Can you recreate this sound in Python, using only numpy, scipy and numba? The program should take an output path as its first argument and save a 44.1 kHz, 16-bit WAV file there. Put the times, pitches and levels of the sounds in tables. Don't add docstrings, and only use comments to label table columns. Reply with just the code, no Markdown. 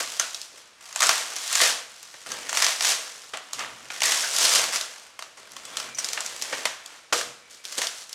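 import sys
import numpy as np
from scipy import signal
from scipy.fft import rfft, irfft
from scipy.io import wavfile
from scipy.ndimage import uniform_filter1d
from numba import njit

SR = 44100
rng = np.random.default_rng(int(sys.argv[2]) if len(sys.argv) > 2 else 0)


def persist_wave(psi):
    counts = np.round(np.clip(psi, -1, 1) * 32767).astype(np.int16)
    wavfile.write(sys.argv[1], SR, np.atleast_2d(counts).T)


N = 358974

# start_s, level_db, sheet_relative_db, flutter_decay_ms
CREASE_SNAPS = [(.197, -11, -6.5, 3), (0.3456, -24.5, -22, 4.1), (0.4155, -24, -28, 1.6),
                (0.96, -17.5, -3.5, 2.5), (.9922, -23, -14, 2), (1.005, -12.5, -7.5, 3.9),
                (1.0208, -12.5, 0.5, 1.8), (1.0279, -13, 0, 3.3), (1.036, -15, -1, 4.6),
                (1.068, -13.5, -10, 3), (1.0918, -8.5, -0.5, 3.5), (1.363, -23.5, -6.5, 5.3),
                (1.528, -14, -7, 3), (1.5534, -11.5, -6, 4), (1.6025, -17, 4.5, 4.3),
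                (2.029, -31.5, -11, 2.7), (2.318, -23.5, -5, 3.3), (2.493, -21.5, -2.5, 4.9),
                (2.5288, -17.5, 0, 1.3), (2.5715, -13.5, -1.5, 2.9), (2.622, -11.5, -4, 4),
                (2.644, -13, -7, 4.6), (2.6652, -14.5, -7, 3.1), (2.808, -15.5, -3, 2.5),
                (2.8472, -16.5, -3, 3.9), (2.92, -19, -2, 2.6), (3.372, -28, 3.5, 1.9),
                (3.5325, -15.5, -9, 1.5), (4.005, -18, -7, 1.9), (4.0187, -13.5, 1, 2.5),
                (4.0332, -10, -10, 1.8), (4.0592, -12.5, -14, 2), (4.12, -12, -5.5, 2.5),
                (4.207, -17, -19, 1.7), (4.6157, -20, -8, 3.5), (4.6405, -18, -3, 2.8),
                (4.7591, -15.5, -9, 3.4), (4.8113, -16, -11, 1.8), (5.1918, -39, -11, 1.8),
                (5.224, -29, 0, 2.2), (5.5188, -34, -16, 2.1), (5.5659, -30.5, -2, 3.5),
                (5.6518, -31.5, -8, 4.9), (5.77, -18, -8, 3.3), (5.8002, -23.5, -3.5, 3),
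                (5.9856, -22.5, -3.5, 3.1), (6.0446, -20, -12, 4.8), (6.087, -21.5, -10, 2.8),
                (6.1322, -16, -8, 1.9), (6.2061, -19, -4.5, 1.4), (6.2627, -16.5, -14, 0.75),
                (6.4151, -23, -19, .8), (6.422, -18, -11, 3.7), (6.8606, -28.5, -13, 1.9),
                (7.212, -21.5, -1.5, 2.2), (7.652, -26, -14, 3), (7.723, -30, -14, 5.4),
                (7.817, -16, -4, 3.3), (7.87, -17, -21, 1.9), (8.0937, -33.5, -21, 3.4),
                (8.129, -24.5, -21, 2.5)]
# start_s,
# level_db, # sheet_relative_db, mould_relative_db, rise_ms, clatter_decay_ms, contact_corner_hz,
# favoured_ring_hz, ring_relative_db
LANDINGS = [(0.539,-54.5,-5,9,2,4.9,6000,440,-14), (1.618,-18,2.5,-8,0.87,7.5,10000,443,-10),
            (2.14,-44.5,7,-4,0.3,7.9,10000,486,-19), (3.335,-36,8.5,-2,0.23,17.5,11000,656,-10.5),
            (3.592,-22,-8,-24,0.082,5.2,6400,1230,-28), (3.902,-33.5,10,-12,0.9,4.1,8870,1480,-14),
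            (5.191,-31.5,1.5,-12,.3,3.9,11000,600,-21), (5.371,-46,1,-7,.5,26,11900,480,-24),
            (6.175,-32.5,12.5,-3,.4,5,7000,750,-25), (6.526,-27.5,5,-2.5,0.67,14,6960,496,-21),
            (6.654,-13.5,2,-15,0.077,3.7,11000,640,-34), (7.125,-15.5,-1.5,-23,1.5,8.2,7600,464,-11),
            (7.176,-26,-5,-17,1.5,16,10000,482,-14.5), (7.778,-18,-6,-10,5.5,7.2,12000,490,-30)]


def handling():
    # level_db, sheet_relative_db, mould_relative_db
    held_rustle = (-66.5, 2.3, -5)
    # start_s, length_s, crackle_level_db, swell_over_pull_db,
    # sheet_relative_db, mould_relative_db
    pulls = [(0.0, 0.015, -24, -19, -2, -15.5), (1.018, 0.19, -30, -6.5, -6, -17.5),
             (1.36, 0.23, -32.5, 12.5, -7, -26), (1.606, 0.096, -22.5, -9.5, -4.5, -19.5),
             (2.535, 0.18, -29.5, -1, -3.5, -22), (2.81, 0.094, -25.5, 8, -6.5, -22.5),
             (4.031, 0.31, -28.5, -9.5, -5.5, -19), (4.322, 0.13, -24, 10, -8, -22.5),
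             (4.454, 0.11, -23, 10, -6, -20), (4.717, 0.03, -29.5, 6.5, -4, -22),
             (7.798, 0.042, -35, 6, -2.5, -17)]
    # start_s, length_s, level_db, swell_over_slide_db,
    # sheet_relative_db, mould_relative_db
    slides = [(0.0, 0.46, -43.5, -10.5, -6, -19), (0.496, 0.1, -53.5, 5.5, -4, -13),
              (0.807, 0.26, -45, 9.5, -2.5, -20), (1.192, 0.16, -40, 2, -2.5, -15),
              (1.887, 0.53, -51, 0, -5, -19), (2.259, 0.3, -44, -6, 1, -7.5), (2.72, .1, -38.5, 4, -8, -18),
              (2.924, .39, -45.5, -13.5, -4, -15), (3.415, 0.48, -53.5, 2.5, 1, -10),
              (3.581, 0.045, -44.5, 2.5, 9.5, -5), (3.902, 0.064, -41.5, 3, -2, -16),
              (4.582, 0.27, -39, -16, -1, -12), (4.895, 0.16, -52, -3, -1.5, -15),
              (5.196, .07, -57.5, -4, -12, -6), (5.37, 0.28, -54.5, 7, 1, -8),
              (5.671, 0.18, -46.5, 5.5, 2, -7), (5.967, 0.49, -42, -1.5, -3, -13.5),
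              (6.427, 0.19, -41.5, 4, -0.5, -8), (6.775, 0.19, -55, 6, 2.5, -10),
              (7.13, 0.069, -31.5, -12, -5, -8.5), (7.497, .06, -50.5, 0, -8, -15),
              (7.636, 0.14, -43.5, 8, -7, -17), (7.908, 0.1, -45.5, 6.5, -7, -22),
              (8.106, 0.069, -52, 2, -3, -26)]
    power = np.outer(shares(*held_rustle) ** 2, np.ones(N))
    for movements, attack_s, release_s in [(pulls, .009, .026), (slides, .0038, .038)]:
        for s, length_s, db, swell_db, sheet_db, mould_db in movements:
            movement = stroke(length_s, db, swell_db, attack_s, release_s)
            add(power, s, np.outer(shares(0, sheet_db, mould_db), movement) ** 2)
    return np.sqrt(power)


def peeling(drive, cracks_per_s, spread_db, patchy_db, crack_s, rub, even_s):
    db = 20 * np.log10(drive[0])
    rate = cracks_per_s * amp(0.21 * (db - db.mean()))
    opens = rng.random(N) < rate / SR
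    cracks = opens * amp(spread_db * np.minimum(rng.exponential(size=N), 4))
    grains = []
    for decay_s in crack_s:
        uneven = cracks * amp(patchy_db * rng.standard_normal(N))
        power = linger(uneven ** 2, decay_s)
        power /= np.abs(uniform_filter1d(power, int(even_s * SR))) + 1e-9
        grains.append(np.sqrt((power + rub) / (1 + rub)))
    return drive * np.array(grains) * rng.standard_normal(N)


def snapping(rise_ms, plain_db, crease_db, width_hz, give_ms, give_db, size=1024):
    mould_relative_db = -23.5
    force = np.zeros((3, N))
    pitches = rng.uniform(3000, 8500, len(CREASE_SNAPS))
    noise_pairs = rng.standard_normal((len(CREASE_SNAPS), 2, size))
    for (s, db, sheet_db, decay_ms), hz, noises in zip(CREASE_SNAPS, pitches, noise_pairs):
        for start, stage_db, noise in zip([s - give_ms / 1000, s], [give_db, 0], noises):
            flutter = burst(noise, rise_ms, decay_ms)
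            ring = resonance(flutter, np.full(size, hz), float(width_hz))
            edge = amp(plain_db) * flutter + amp(crease_db) * ring
            levels = shares(db + stage_db, sheet_db, mould_relative_db)
            add(force, start, levels[:, None] * np.array([edge, flutter, flutter]))
    return force


def crinkling(drive, creases_per_s, over_db, spread_db, decay_ms, most_db, size=1024):
    force = np.zeros((3, N))
    for i in np.flatnonzero(rng.random(N) < creases_per_s / SR):
        scatter = rng.uniform(-1, 1)
        strength = drive[:, i] * amp(over_db + spread_db * scatter)
        strength /= np.hypot(1, strength[0] / amp(most_db))
        add(force, i / SR, np.outer(strength, burst(rng.standard_normal(size), 0, decay_ms)))
    return force


def knocking(size=4096):
    force = np.zeros((3, N))
    for row, noise in zip(LANDINGS, rng.standard_normal((len(LANDINGS), size))):
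        s, *levels, rise_ms, decay_ms, contact_hz = row[:-2]
        clatter = soften(burst(noise, rise_ms, decay_ms), contact_hz, order=2)
        add(force, s, np.outer(shares(*levels), clatter))
    return force


def ringing(octaves):
    # pitch_hz, relative_level_db, t60_s
    mould_modes = [(446,-15.5,0.33), (482,-1.5,0.61), (543,-27,0.47), (645,7,0.31), (745,14,0.41),
                   (969,2,.27), (1225,12,0.2), (1430,10,0.31), (1690,6,.16), (1920,-3,.12), (2290,-14,.4),
                   (3284,-7,.15), (3630,0,0.38)]
    t, out = np.arange(SR // 2) / SR, np.zeros(N)
    hz, db, t60 = np.transpose(mould_modes)[:, :, None]
    modes = amp(db) * np.sin(2 * np.pi * hz * t) * np.exp(-np.log(1000) * t / t60)
    for s, level_db, *_, favoured_hz, relative_db in LANDINGS:
        weights = 1 / (1 + (np.log2(hz / favoured_hz) / octaves) ** 2)
        add(out, s, amp(level_db + relative_db) * np.sum(weights * modes, axis=0))
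    return out


def squeaking():
    # start_s, pitch_hz, level_db, decay_ms
    buckles = [(.198, 1440, -34, 54), (1.004, 1210, -23, 14), (1.065, 1160, -23, 7.9),
               (1.172, 1390, -27, 7.1), (1.511, 1180, -30.5, 9.1), (1.569, 1650, -27, 10),
               (2.62, 1810, -24, 32), (3.337, 1220, -46, 19), (3.597, 1180, -37, 25), (4.05, 1950, -29, 70),
               (4.235, 1590, -29, 28), (7.126, 710, -21, 8.1), (7.125, 1290, -19, 11),
               (7.66, 1590, -50, 100)]
    # start_s, pitch_hz, width_hz, level_db, decay_ms
    squeaks = [(5.947, 5950, 300, -32, 10), (5.985, 5780, 250, -23, 15), (5.986, 8540, 400, -31, 11),
               (6.043, 6100, 350, -38, 11), (6.044, 8850, 500, -35, 10)]
    buckle_width_hz = 190
    out = np.zeros(N)
    for s, hz, db, decay_ms in buckles:
        add(out, s, slipping(hz, buckle_width_hz, db, decay_ms))
    for s, *squeak in squeaks:
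        add(out, s, slipping(*squeak))
    return out


def slipping(hz, width_hz, db, decay_ms, size=16384):
    slips = burst(rng.standard_normal(size), 0.71, decay_ms)
    tone = unit(resonance(slips, np.full(size, float(hz)), float(width_hz)))
    return amp(db) * np.linalg.norm(slips) * tone


def rubbing(attack_s, release_s):
    # start_s, length_s, pitch_hz, level_db
    rubs = [(5.62, .25, 3420, -54), (5.703, 0.36, 2350, -52), (7.398, .24, 2290, -62)]
    width_hz = 80
    out = np.zeros(N)
    for (s, length_s, hz, db), friction in zip(rubs, rng.standard_normal((len(rubs), SR))):
        tone = resonance(friction, np.full(SR, float(hz)), float(width_hz))
        pressure = stroke(length_s, db, 0, attack_s, release_s)[:SR]
        add(out, s, pressure * tone[:len(pressure)] / tone.std())
    return out


def droning(attack_s, release_s):
    # pitch_hz, width_hz, relative_level_db
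    bench_modes = [(62,14,-8), (132.4,7.6,4), (225,100,-1.5)]
    # start_s, length_s, level_db, swell_over_drag_db
    drags = [(0.0, 0.25, -66, -8), (1.598, 0.077, -58, 5), (2.273, 0.21, -58, -13), (3.54, 0.2, -57, -3),
             (3.757, 0.89, -68, -3), (4.564, 0.096, -56, -1), (5.36, 0.51, -64, 11),
             (5.85, 0.89, -66.5, -4), (7.22, 0.089, -58, -0.5)]
    friction, pressure = rng.standard_normal(N), np.zeros(N)
    drone = np.zeros(N)
    for hz, width, db in bench_modes:
        drone += amp(db) * resonance(friction, np.full(N, float(hz)), float(width))
    for s, *drag in drags:
        add(pressure, s, stroke(*drag, attack_s, release_s))
    return pressure * drone / drone.std()


def settling(ticks_per_s, db, spread_db, decay_ms, hz, width_hz, tip_db, size=256):
    out = np.zeros(N)
    for (s, *_), noise in zip(CREASE_SNAPS, rng.standard_normal((len(CREASE_SNAPS), size))):
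        add(out, s, amp(tip_db) * burst(noise, 0, decay_ms))
    for i in np.flatnonzero(rng.random(N) < ticks_per_s / SR):
        scatter = rng.uniform(-1, 1)
        add(out, i / SR, amp(db + spread_db * scatter) * burst(rng.standard_normal(size), 0, decay_ms))
    centre = np.full(N, float(hz))
    once = resonance(out, centre, float(width_hz))
    return resonance(once, centre, float(width_hz))


def bending(force, width_hz, bend_db, broad_db):
    # time_s, pitch_hz
    bend_path = [(.3, 1430), (1.0, 1270), (1.6, 1700), (2.3, 1500), (2.6, 1970), (2.95, 1760), (3.3, 1220),
                 (3.7, 1160), (4.051, 1920), (4.45, 1350), (4.65, 1650), (5.5, 1100), (6.6, 1930),
                 (7.12, 1340), (7.7, 1570)]
    hz = np.interp(np.arange(N) / SR, *np.transpose(bend_path))
    return amp(broad_db) * force + amp(bend_db) * resonance(force, hz, float(width_hz))


def radiating(edge, sheet, mould):
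    # pitch_hz, relative_level_db
    edge_colour = [(1200,-51), (2100,-11), (2700,-3.5), (3250,-0.5), (4200,-0.5), (5900,1.5), (7500,-1),
                   (10500,-8.5), (13600,-18), (16000,-29)]
    # pitch_hz, relative_level_db
    sheet_colour = [(350, -37.5), (540, -9), (650, 2), (820, -1), (1150, 1.5), (1500, 0), (1950, 1),
                    (2400, 0), (3100, 0), (4300, -7), (8000, -44)]
    # pitch_hz, relative_level_db
    mould_colour = [(30,-64), (95,-28), (125,-15), (160,-20), (260,-7), (360,-7), (480,2), (580,1),
                    (750,-3), (1600,-41.5)]
    return colour(edge, edge_colour) + colour(sheet, sheet_colour) + colour(mould, mould_colour)


def reverberating(forces, **room):
    body_t60 = [0.46, 0.57, 0.51]
    return [workshop(force, t60, **room) for force, t60 in zip(forces, body_t60)]


def workshop(x, t60, wet_db, early_db, build_s, absorb_hz, count=12):
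    early = np.zeros(SR // 10)
    delays_s = rng.uniform(.003, .022, count)
    early[(delays_s * SR).astype(int)] = rng.standard_normal(count)
    stored = linger(linger(x ** 2, build_s), t60 / np.log(10 ** 6))
    diffuse = soften(np.sqrt(stored) * rng.standard_normal(N), absorb_hz)
    return x + amp(early_db) * convolve(x, unit(early)) + amp(wet_db) * diffuse


def background(level_db):
    # pitch_hz, relative_density_db
    air_colour = [(25,-19), (60,-4), (100,-3), (250,-1), (500,-2), (1500,4), (5000,0.5), (9000,-7),
                  (16000,-33)]
    return amp(level_db) * colour(rng.standard_normal(N), air_colour)


def stroke(length_s, db, swell_db, attack_s, release_s):
    t = np.arange(int((length_s + 10 * release_s) * SR)) / SR
    hold = amp(db + swell_db * (np.minimum(t / length_s, 1) - .5))
    return hold * np.minimum(t / attack_s, 1) * np.exp(-np.maximum(t - length_s, 0) / release_s)


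def burst(noise, rise_ms, decay_ms):
    rise, decay = np.maximum([rise_ms, decay_ms], .05) * SR / 1000
    n = np.arange(len(noise)) + 1
    flutter = np.tanh(noise) * (1 - np.exp(-n / rise)) * np.exp(-n / decay)
    return unit(flutter) * np.sqrt(decay / 2)


def shares(db, sheet_db, mould_db):
    return amp([db, db + sheet_db, db + mould_db])


@njit
def resonance(x, hz, width):
    y, band, low = np.empty(len(x)), 0., 0.
    for i in range(len(x)):
        g, k = np.tan(np.pi * hz[i] / SR), width / hz[i]
        v = (band + g * (x[i] - low)) / (1 + g * (g + k))
        band, low, y[i] = 2 * v - band, low + 2 * g * v, k * v
    return y


def colour(x, points, size=4096):
    log_gain = np.log(amp(on_log_axis(np.fft.rfftfreq(size, 1 / SR), points)))
    cepstrum = irfft(log_gain)
    cepstrum[1:size // 2] *= 2
    cepstrum[size // 2 + 1:] = 0
    return convolve(x, unit(irfft(np.exp(rfft(cepstrum)))))


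def soften(x, hz, order=1):
    return signal.lfilter(*signal.butter(order, hz, fs=SR), x)


def linger(power, decay_s):
    keep = np.exp(-1 / (decay_s * SR))
    return signal.lfilter([1 - keep], [1, -keep], power)


def convolve(x, response):
    return signal.fftconvolve(x, response)[:N]


def amp(db):
    return 10 ** (np.asarray(db) / 20)


def on_log_axis(hz, points):
    f, value = np.transpose(points)
    return np.interp(np.log(np.maximum(hz, 1)), np.log(f), value)


def unit(x):
    return x / np.sqrt(np.sum(x ** 2))


def add(track, s, sound):
    start = int(np.clip(s * SR, 0, N - 1))
    track[..., start:start + sound.shape[-1]] += sound[..., :N - start]


def scene():
    drive = handling()
    crackle = peeling(drive, cracks_per_s=500, spread_db=3.2, patchy_db=2.0,
                      crack_s=[.0007, .0013, .003], rub=.18, even_s=0.0385)
    snaps = snapping(rise_ms=0.065, plain_db=-3.0, crease_db=-1.0, width_hz=1280, give_ms=3.5, give_db=-19.5)
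    creases = crinkling(drive, creases_per_s=14, over_db=7, spread_db=6, decay_ms=3.0, most_db=-14.5)
    forces = crackle + creases + snaps + knocking()
    edge, sheet, mould = reverberating(forces, wet_db=-2.5, early_db=-10.5, build_s=0.0022, absorb_hz=12100)
    sheet = bending(sheet, width_hz=570, bend_db=-9.5, broad_db=-2.0)
    plastic = radiating(edge, sheet, mould)
    ticks = settling(ticks_per_s=11, db=-52, spread_db=5, decay_ms=.7, hz=11000, width_hz=8100, tip_db=-32)
    rubs = rubbing(attack_s=.03, release_s=.04)
    drone = droning(attack_s=.03, release_s=0.07)
    friction = squeaking() + rubs + drone
    return (plastic + ringing(octaves=0.079) + friction + ticks + background(level_db=-56))[None]


def record(dry):
    top_hz = 16000
    rounded = .8 * np.tanh(dry / .8)
    return signal.sosfilt(signal.ellip(10, .2, 70, top_hz, fs=SR, output="sos"), rounded)


dry = scene()
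out = record(dry)
persist_wave(out)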